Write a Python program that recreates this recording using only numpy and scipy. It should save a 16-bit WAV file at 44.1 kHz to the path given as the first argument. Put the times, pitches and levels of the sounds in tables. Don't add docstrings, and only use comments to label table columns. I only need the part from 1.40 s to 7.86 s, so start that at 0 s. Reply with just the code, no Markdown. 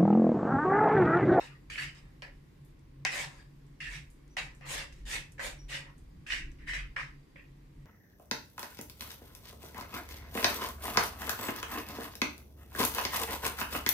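import sys
import numpy as np
from scipy import signal
from scipy.fft import rfft, irfft, next_fast_len
from scipy.io import wavfile
from scipy.ndimage import uniform_filter1d, map_coordinates

SR = 44100
rng = np.random.default_rng(int(sys.argv[2]) if len(sys.argv) > 2 else 0)


def boost_factor(decibels):
    exponent = np.asarray(decibels, float) / 20
    return 10 ** exponent


def wrap_up_sound(samples):
    columns = np.atleast_2d(samples).T
    tamed = np.clip(columns, -1, 1)
    steps = np.round(tamed * 32767).astype(np.int16)
    wavfile.write(sys.argv[1], SR, steps)


N = 284797
T = np.arange(N) / SR

# (time [s], level [dB])
RUMBLE_LEVEL = [(0.0, -55), (0.03, -68), (0.47, -51.5), (0.61, -61), (2.32, -58), (2.39, -71),
                (2.45, -54.5), (3.22, -55.5), (3.79, -47.5), (3.9, -66), (4.06, -51.5), (4.59, -55.5),
                (4.89, -53.5), (5.05, -41.5), (6.08, -63.5), (6.46, -53)]
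# (frequency [Hz], density [dB per Hz])
RUMBLE_TONE = [(14, -60), (24, -5.5), (36, -11.5), (43, -2), (49, -8), (55, -13), (66, -16.5), (150, -40.5),
               (320, -29.5), (480, -58.5), (900, -120)]
# (frequency [Hz], width [Hz], level [dB])
HUM_MODES = [(138, 10.1, -2), (164, 9.8, -9)]
# (frequency [Hz], density [dB per Hz])
MURMUR_TONE = [(40, -42), (60, -13), (82, -3.5), (105, -10), (190, -13.5), (260, -50)]
# (time [s], level [dB])
WHINE_LEVEL = [(0, -92), (1.9, -102), (2.0, -74), (2.2, -96), (5.7, -87), (6.46, -97.5)]
# (time [s], level [dB])
THUDS = [
    (.47, -51),
    (1.86, -43.5),
    (2.45, -59),
    (2.59, -50),
    (3.03, -48.5),
    (5.05, -56),
    (5.4, -50),
    (5.65, -57),
]
# (frequency [Hz], density [dB per Hz])
AIR_TONE = [(110, -19.5), (180, -9.5), (287, -2.5), (409, -13), (432, -12.5), (502, -15.5), (676, -23.5),
            (1100, -20), (1270, -26), (1780, -25), (1920, -23), (2190, -24.5), (2950, -29.5), (4790, -33.5),
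            (15500, -50.5)]
# (frequency [Hz], likeness [0-1])
ALIKE = [(50, 1), (100, 0.97), (140, 1), (290, 0.57), (600, 0.022), (15000, 0.028)]

# (time [s], hold [s], wall ring [dB], blade hiss [dB re wall], favoured wall pitch [Hz])
DRAGS = [(0.0, 0.059, -51, -12, 2100), (0.1, 0.047, -64, -23, 1500), (0.299, 0.081, -45, -13.5, 2240),
         (0.377, .02, -36.5, -26, 1920), (0.547, 0.042, -58.5, -12, 1950), (0.65, .1, -74, -14, 1600),
         (0.821, 0.004, -45.5, -27, 2030), (1.65, 0.012, -33.5, -17.5, 2000), (1.9, 0.11, -65, -5.5, 1900),
         (2.403, 0.069, -43, -19, 1974), (2.967, 0.023, -36, -14, 1970), (3.21, .09, -56, -25.5, 1930),
         (3.522, 0.09, -69.5, -6, 2000), (3.98, .012, -57, -18, 1680), (3.993, 0.016, -46.5, -14.5, 1680),
         (4.45, 0.05, -67.5, -18, 1810), (4.865, 0.045, -47, -14, 2220), (5.185, 0.086, -61.5, -25, 1830),
         (5.333, 0.017, -40.5, -13.5, 2210), (5.562, 0.028, -37.5, -28, 1690),
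         (5.957, 0.043, -56, -32, 2060)]
# (time [s], time to full speed [s], wall ring [dB], blade hiss [dB re wall], favoured wall pitch [Hz])
SWEEPS = [(0.36, 0.062, -41, -12.5, 2170), (1.68, 0.075, -39.5, -9, 1950), (1.72, 0.085, -42.5, -5, 1950),
          (2.44, 0.11, -51, -8.5, 2230), (2.99, .04, -51.5, -13.5, 1950), (3.215, 0.061, -47, -31, 1900),
          (3.255, 0.076, -47, 2, 2300), (3.32, 0.061, -40.5, -11, 1950), (3.652, 0.057, -46.5, -2.5, 1760),
          (3.69, 0.048, -40.5, -5, 2400), (3.995, 0.06, -44.5, -2.5, 1890), (4.282, 0.027, -50, -4.5, 2460),
          (4.3, 0.043, -41.5, -10.5, 2360), (4.885, 0.047, -35, -16, 2280), (5.266, 0.029, -41, -16, 2240),
          (5.33, 0.04, -45.5, -19, 2360), (5.58, 0.03, -46.5, -19, 2030)]
# (time [s], hollow [dB re wall], hollow pitch [Hz], free rim [dB re wall], left-right lean [dB])
POSE = [(0, 0.5, 605, -15, 0.5), (.2, -12.5, 1150, -12, 1), (.29, -46, 1070, -17.5, -1.5),
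        (.45, -17.5, 1140, -16.5, -1), (.7, 0, 824, -20, -1.5), (.83, -5, 523, -9.5, 0),
        (1.75, -9.5, 817, -34, -.6), (1.95, -1, 800, -12, 1.5), (2.4, -23.5, 1150, -35, -2),
        (2.97, -9.5, 860, -32, -1), (3.25, -5, 600, -28, -.5), (3.75, -18, 650, -25, -.5),
        (4.03, 0, 524, -36, -.5), (4.36, -17, 636, -15, -.5), (4.5, 2.5, 680, -19, -1),
        (4.88, -31, 1240, -27, -0.5), (5.5, -15, 1170, -29, -0.5), (5.96, -6, 530, -32, -1)]
# (frequency [Hz], width [Hz], level [dB])
WALL = [(1234, 105, -10), (1662, 250, -1), (1902, 178, 4), (2130, 300, 0.5), (2563, 130, 0.5),
        (2690, 110, 1), (2976, 350, -6)]
# (frequency [Hz], width [Hz], level [dB])
HOLLOW = [(397, 200, -18), (495, 100, -5.5), (567, 47, -1.5), (745, 88, -5.5), (840, 135, -6),
          (972, 150, -1), (1280, 260, -3)]
# (frequency [Hz], width [Hz], level [dB])
UPPER = [(3160, 590, -5), (3784, 490, -0.5), (4150, 370, -1.5), (4790, 530, -1.5), (5140, 585, -1.5),
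         (5755, 720, -2.5), (6226, 920, -10)]
# (frequency [Hz], width [Hz], level [dB])
RIM = [(2880, 270, -8.5), (4560, 94, 6), (5200, 1050, -4)]
WALL_PLACES_HZ = [1500, 1950, 2400, 3050]
HOLLOW_PLACES_HZ = [530, 800, 1150]
# (frequency [Hz], density [dB per Hz])
BLADE = [(3240, -1), (5500, -37.5), (6430, 0.5), (7680, 0), (8860, -3), (12000, -18), (14400, -29),
         (15500, -38)]
# (frequency [Hz], density [dB per Hz])
EDGE = [(7000, -60), (9500, -6), (12000, -3.5), (14400, 0.5), (15500, -34)]

# (time [s], peak [dB], hollow [dB re peak], crack [dB re peak], struck wall pitch [Hz])
KNOCKS = [(0.3009, -36.5, -12, -3, 1740), (0.3564, -23, -26, -22, 2300), (0.378, -26.5, -31, -18, 1990),
          (0.82, -30.5, -29, -7, 2880), (1.6496, -15.5, 3, 5, 2140), (1.6724, -31, -17, -15, 2700),
          (2.4053, -36, -23, -38, 1990), (2.9677, -20.5, -6, -33, 1940), (3.2092, -43, 5, -8, 1620),
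          (3.5244, -51.5, -43, 3, 1900), (3.9937, -31, -15, -15, 1630), (4.129, -33, -10, -15, 1650),
          (4.2947, -37, -21, -18, 2940), (4.863, -37.5, -28, -20, 1690), (4.9038, -20, -57, -13.5, 2130),
          (4.9353, -20.5, -43, -22, 1840), (5.2735, -32, -31, -25, 1770), (5.2947, -25, -37, -18, 1790),
          (5.3349, -20, -42, -21, 1940), (5.565, -18.5, -30, -33, 1715), (5.9599, -40, -19.5, -29, 2240)]
# (time [s], peak [dB], centre [Hz], fizz t60 [s])
TICKS = [
    (1.2491, -54, 11400, 0.23),
    (1.3927, -59, 8120, 0.08),
    (2.2657, -57, 8070, 0.089),
    (2.702, -50.5, 9600, 0.28),
    (2.8784, -58, 7660, 0.08),
    (3.1492, -50.5, 8200, 0.19),
    (3.526, -44, 6660, 0.078),
    (3.92, -43.5, 8950, 0.1),
    (4.58, -51.5, 8800, 0.17),
    (5.1168, -51, 6800, 0.08),
]
# (time [s], length [s], pitch [Hz], level [dB])
SQUEAKS = [
    (2.897, 0.066, 5900, -77),
    (4.184, 0.097, 5660, -67.5),
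]
# (frequency [Hz], t60 [s])
KITCHEN = [(300, 0.39), (2000, 0.29), (6000, 0.27), (14000, 0.19)]

HUM_DB, THUD_S, AIR_DB = -58, 0.036, -64.5
SWEEP_RISE_DB, SWEEP_ROUND_S = 19.5, 0.039
DRAG_SAG_DB_PER_S, DRAG_ROUND_S = 37, 0.0037
LIFT_DB_PER_S, BLADE_LIFT_DB_PER_S = 292, 67
TRAIL_DB, TRAIL_DB_PER_S, HOLLOW_TRAIL_DB = -30.5, 107, 2
UPPER_DB, UPPER_FOLLOWS = -0.5, 0.65
EDGE_DB, EDGE_FOLLOWS = -12.5, 1.54
SQUEAK_RISE_S, SQUEAK_SAG_DB_PER_S = 0.011, 124
TOP_HZ = 15500


def unit(x):
    return x / np.sqrt(np.mean(x ** 2) + 1e-20)


def along(points, hz):
    f, v = np.transpose(points)
    return np.interp(np.log(hz + 1), np.log(f + 1), v)


def curves(rows):
    s, *cols = np.transpose(rows)
    return [np.interp(T, s, c) for c in cols]


def wobble(rate):
    knots = rng.standard_normal(int(N * rate / SR) + 4)
    return map_coordinates(knots, [T * rate])


def filtered(x, response):
    m = next_fast_len(N + SR // 2)
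    return irfft(rfft(x, m) * response(np.fft.rfftfreq(m, 1 / SR)), m)[..., :N]


def modes(peaks):
    def response(f):
        total = 0
        for k, (centre, width, db) in enumerate(peaks):
            damping = 1j * f * width
            total = total + (-1) ** k * boost_factor(db) * damping / (centre * centre - f * f + damping)
        return total
    return response


def colour(spectrum):
    return lambda f: boost_factor(along(spectrum, f))


def patchy(x, depth_db, bins, frames):
    z = signal.stft(x, nperseg=512)[2]
    field = uniform_filter1d(rng.standard_normal(z.shape[1:]), size=bins, axis=0)
    field = uniform_filter1d(field, size=frames, axis=1)
    return unit(signal.istft(z * boost_factor(depth_db * unit(field)), nperseg=512)[1][:, :N])


def stereo_noise(response, patchy_db):
    pair = patchy(rng.standard_normal((2, N)), patchy_db, bins=6, frames=14)

    def mid_side(hz):
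        turn = np.arccos(np.clip(along(ALIKE, hz), -1, 1)) / 2
        return response(hz) * [np.cos(turn), np.sin(turn)]
    mid, side = filtered(pair, mid_side)
    return np.array([mid + side, mid - side]) / np.sqrt(np.mean(mid ** 2))


def background():
    swell = boost_factor(HUM_DB) + sum(boost_factor(db) * np.exp(-((T - s) / THUD_S) ** 2) for s, db in THUDS)
    rumble = boost_factor(curves(RUMBLE_LEVEL)[0] + 2.0) * stereo_noise(colour(RUMBLE_TONE), patchy_db=1.5)
    hum = swell * stereo_noise(lambda f: modes(HUM_MODES)(f) ** 2, patchy_db=1.5)
    murmur = boost_factor(-63) * stereo_noise(colour(MURMUR_TONE), patchy_db=-3.9)
    fan = lambda f: modes([(4750, 300, 0)])(f) ** 2
    whine = boost_factor(curves(WHINE_LEVEL)[0]) * stereo_noise(fan, patchy_db=2)
    air = boost_factor(AIR_DB) * stereo_noise(colour(AIR_TONE), patchy_db=0.16)
    return rumble + hum + murmur + whine + air


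def strokes():
    wall, upper, blade, pitch, trail, edge = np.full((6, N), 1e-9)
    for rows, round_s, sweeps in ((DRAGS, DRAG_ROUND_S, False), (SWEEPS, SWEEP_ROUND_S, True)):
        for s, length, db, hiss_db, hz in rows:
            at = slice(round(s * SR), round(s * SR) + SR // 2)
            t = T[at] - s
            if sweeps:
                early_db = -SWEEP_RISE_DB * np.clip(1 - t / length, 0, 1) ** 2
            else:
                early_db = -DRAG_SAG_DB_PER_S * np.minimum(t, length)
            late = np.hypot(np.clip(t - length, 0, 1), round_s) - round_s
            touch = np.clip(t * 700, 0, 1)
            power = touch ** 2 * boost_factor(db + early_db - LIFT_DB_PER_S * late) ** 2
            trail[at] += (t > length) * boost_factor(db + TRAIL_DB - TRAIL_DB_PER_S * late) ** 2
            hiss_db = hiss_db - BLADE_LIFT_DB_PER_S * late
            wall[at] += power
            upper[at] += power * boost_factor(UPPER_DB + UPPER_FOLLOWS * hiss_db) ** 2
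            blade[at] += power * boost_factor(hiss_db) ** 2
            edge[at] += power * boost_factor(EDGE_DB + EDGE_FOLLOWS * hiss_db) ** 2
            pitch[at] += power * hz
    live = wall > 1e-9
    return *(live * np.sqrt([trail, wall, upper, blade, edge])), pitch / wall


def slips(rate, spread_db, clump_db, shared):
    when, size, sign = rng.random((3, 3, N))
    grains = (when < rate / SR) * boost_factor(-spread_db * np.log(size + 1e-4)) * np.sign(sign - .5)
    common, own = grains[0], grains[1:]
    mixed = np.sqrt(shared) * common + np.sqrt(1 - shared) * own
    return unit(mixed * boost_factor(clump_db * wobble(60)))


def rung_at(grains, body, places, place_hz, focus):
    out, nearest = 0, np.interp(place_hz, places, np.arange(len(places)))
    for k, hz in enumerate(places):
        favoured = lambda f: modes(body)(f) * modes([(hz, focus * hz, 0)])(f)
        share = np.sqrt(np.clip(1 - abs(nearest - k), 0, 1))
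        out = out + share * unit(filtered(grains, favoured))
    return out


def scraping():
    trail, wall, upper, blade, edge, wall_hz = strokes()
    hollow_db, hollow_hz, rim_db, _ = curves(POSE)
    grains = slips(rate=7000, spread_db=2.5, clump_db=1.0, shared=0.14)
    fine = slips(rate=20000, spread_db=0.0, clump_db=1.0, shared=0.25)
    fine = patchy(fine, 2.65, bins=4, frames=6)
    grains = patchy(grains, 3.93, bins=2, frames=10)
    wall_ring = rung_at(grains, WALL, WALL_PLACES_HZ, wall_hz, focus=0.4)
    hollow_ring = rung_at(grains, HOLLOW, HOLLOW_PLACES_HZ, hollow_hz, focus=0.33)
    sound = (wall + trail) * wall_ring
    sound += (wall + trail * boost_factor(HOLLOW_TRAIL_DB)) * boost_factor(hollow_db - 0.5) * hollow_ring
    sound += (upper + trail * boost_factor(-7)) * boost_factor(2.0) * unit(filtered(grains, modes(UPPER)))
    sound += wall * boost_factor(rim_db) * unit(filtered(grains, modes(RIM)))
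    sound += edge * unit(filtered(fine, colour(EDGE)))
    sound += (blade + trail * boost_factor(-16.5)) * boost_factor(3.5) * unit(filtered(fine, colour(BLADE)))
    return sound


def knocks():
    (wall, hollow, crack), t = np.zeros((3, 2, N)), np.arange(1500) / SR
    for s, db, hollow_db, crack_db, hz in KNOCKS:
        rattle = 0.12 * rng.standard_normal((2, len(t))) * boost_factor(-60 * t / 0.019)
        rattle[:, 0] = 1
        spot = np.sin(2 * np.pi * hz * t) + 0.14 * np.sin(2 * np.pi * 1.363 * hz * t)
        ring = (1 - np.exp(-t / 0.00022)) ** 2 * boost_factor(-60 * t / 0.012) * spot
        start = round((s + 0.000936) * SR)
        at = slice(start, start + len(t))
        wall[:, at] += boost_factor(db - 3.5) * signal.fftconvolve(rattle, ring[None], axes=1)[:, :len(t)]
        hollow[:, at] += boost_factor(db + hollow_db + 23.0) * rattle
        crack[:, at] += boost_factor(db + crack_db + 11) * rattle * boost_factor(-60 * t / 0.08)
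    bright = modes([(4680, 1120, 3.5), (5630, 1300, 4.0), (9050, 4100, -16)])
    air = modes([(740, 130, 0), (840, 130, -3), (1050, 200, -8)])
    boom = lambda f: air(f) * modes([(770, 400, 0)])(f)
    return wall + filtered(hollow, boom) + filtered(crack, bright)


def dough():
    out, t = np.zeros((2, N + SR)), np.arange(SR // 8) / SR
    for s, db, hz, t60 in TICKS:
        limits = [0.64 * hz, min(1.23 * hz, 15000)]
        band = signal.butter(1, limits, "bandpass", fs=SR, output="sos")
        fizz = unit(signal.sosfilt(np.vstack([band, band]), rng.standard_normal((2, len(t)))))
        decay = boost_factor(-60 * t / 0.0052) + 0.54 * boost_factor(-60 * t / t60)
        out[:, round(s * SR):][:, :len(t)] += boost_factor(db - 11) * fizz * decay
    return out[:, :N]


def squeaks():
    flutter, out = np.cumsum(.027 * wobble(500)) / SR, 0
    for s, length, hz, db in SQUEAKS:
        t = np.clip(T - s, 0, 1)
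        gate = np.clip(t / SQUEAK_RISE_S, 0, 1) * np.clip((length - t) / 0.019, 0, 1)
        gate = gate * boost_factor(db - SQUEAK_SAG_DB_PER_S * t)
        ear_phase = np.array([[0], [1.3]])
        out = out + gate * np.sin(2 * np.pi * hz * (t + flutter) + ear_phase)
    return boost_factor(10 + 2.4 * wobble(110)) * out


def kitchen(x):
    hop, out = SR // 5, np.zeros((2, N + 2 * SR))
    padded = np.pad(x, ((0, 0), (hop, 2 * hop)))
    fade = np.sin(np.pi * np.arange(2 * hop) / (2 * hop))
    for start in range(-hop, N, hop):
        hz, t, z = signal.stft(rng.standard_normal((2, SR // 2)), SR, nperseg=128)
        decay = boost_factor(-60 * t / along(KITCHEN, hz)[:, None])
        tail = signal.istft(z * decay, SR, nperseg=128)[1]
        piece = padded[:, start + hop:start + 3 * hop] * fade
        wet = signal.fftconvolve(piece, tail / np.linalg.norm(tail[0]), axes=1)
        out[:, start + hop:][:, :wet.shape[1]] += wet
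    return x + boost_factor(-8.5) * out[:, hop - 300:hop - 300 + N]


def scene():
    pan_db = curves(POSE)[3]
    bowl = kitchen(scraping() + knocks() + dough() + squeaks())
    return bowl * boost_factor(np.array([pan_db, -pan_db]) / 2) + background()


def low_pass(x):
    return signal.sosfilt(signal.butter(12, 15680, fs=SR, output="sos"), x)


def record(dry):
    heard = filtered(dry, lambda hz: hz < TOP_HZ)
    return low_pass(heard)


dry = scene()
out = record(dry)
wrap_up_sound(out)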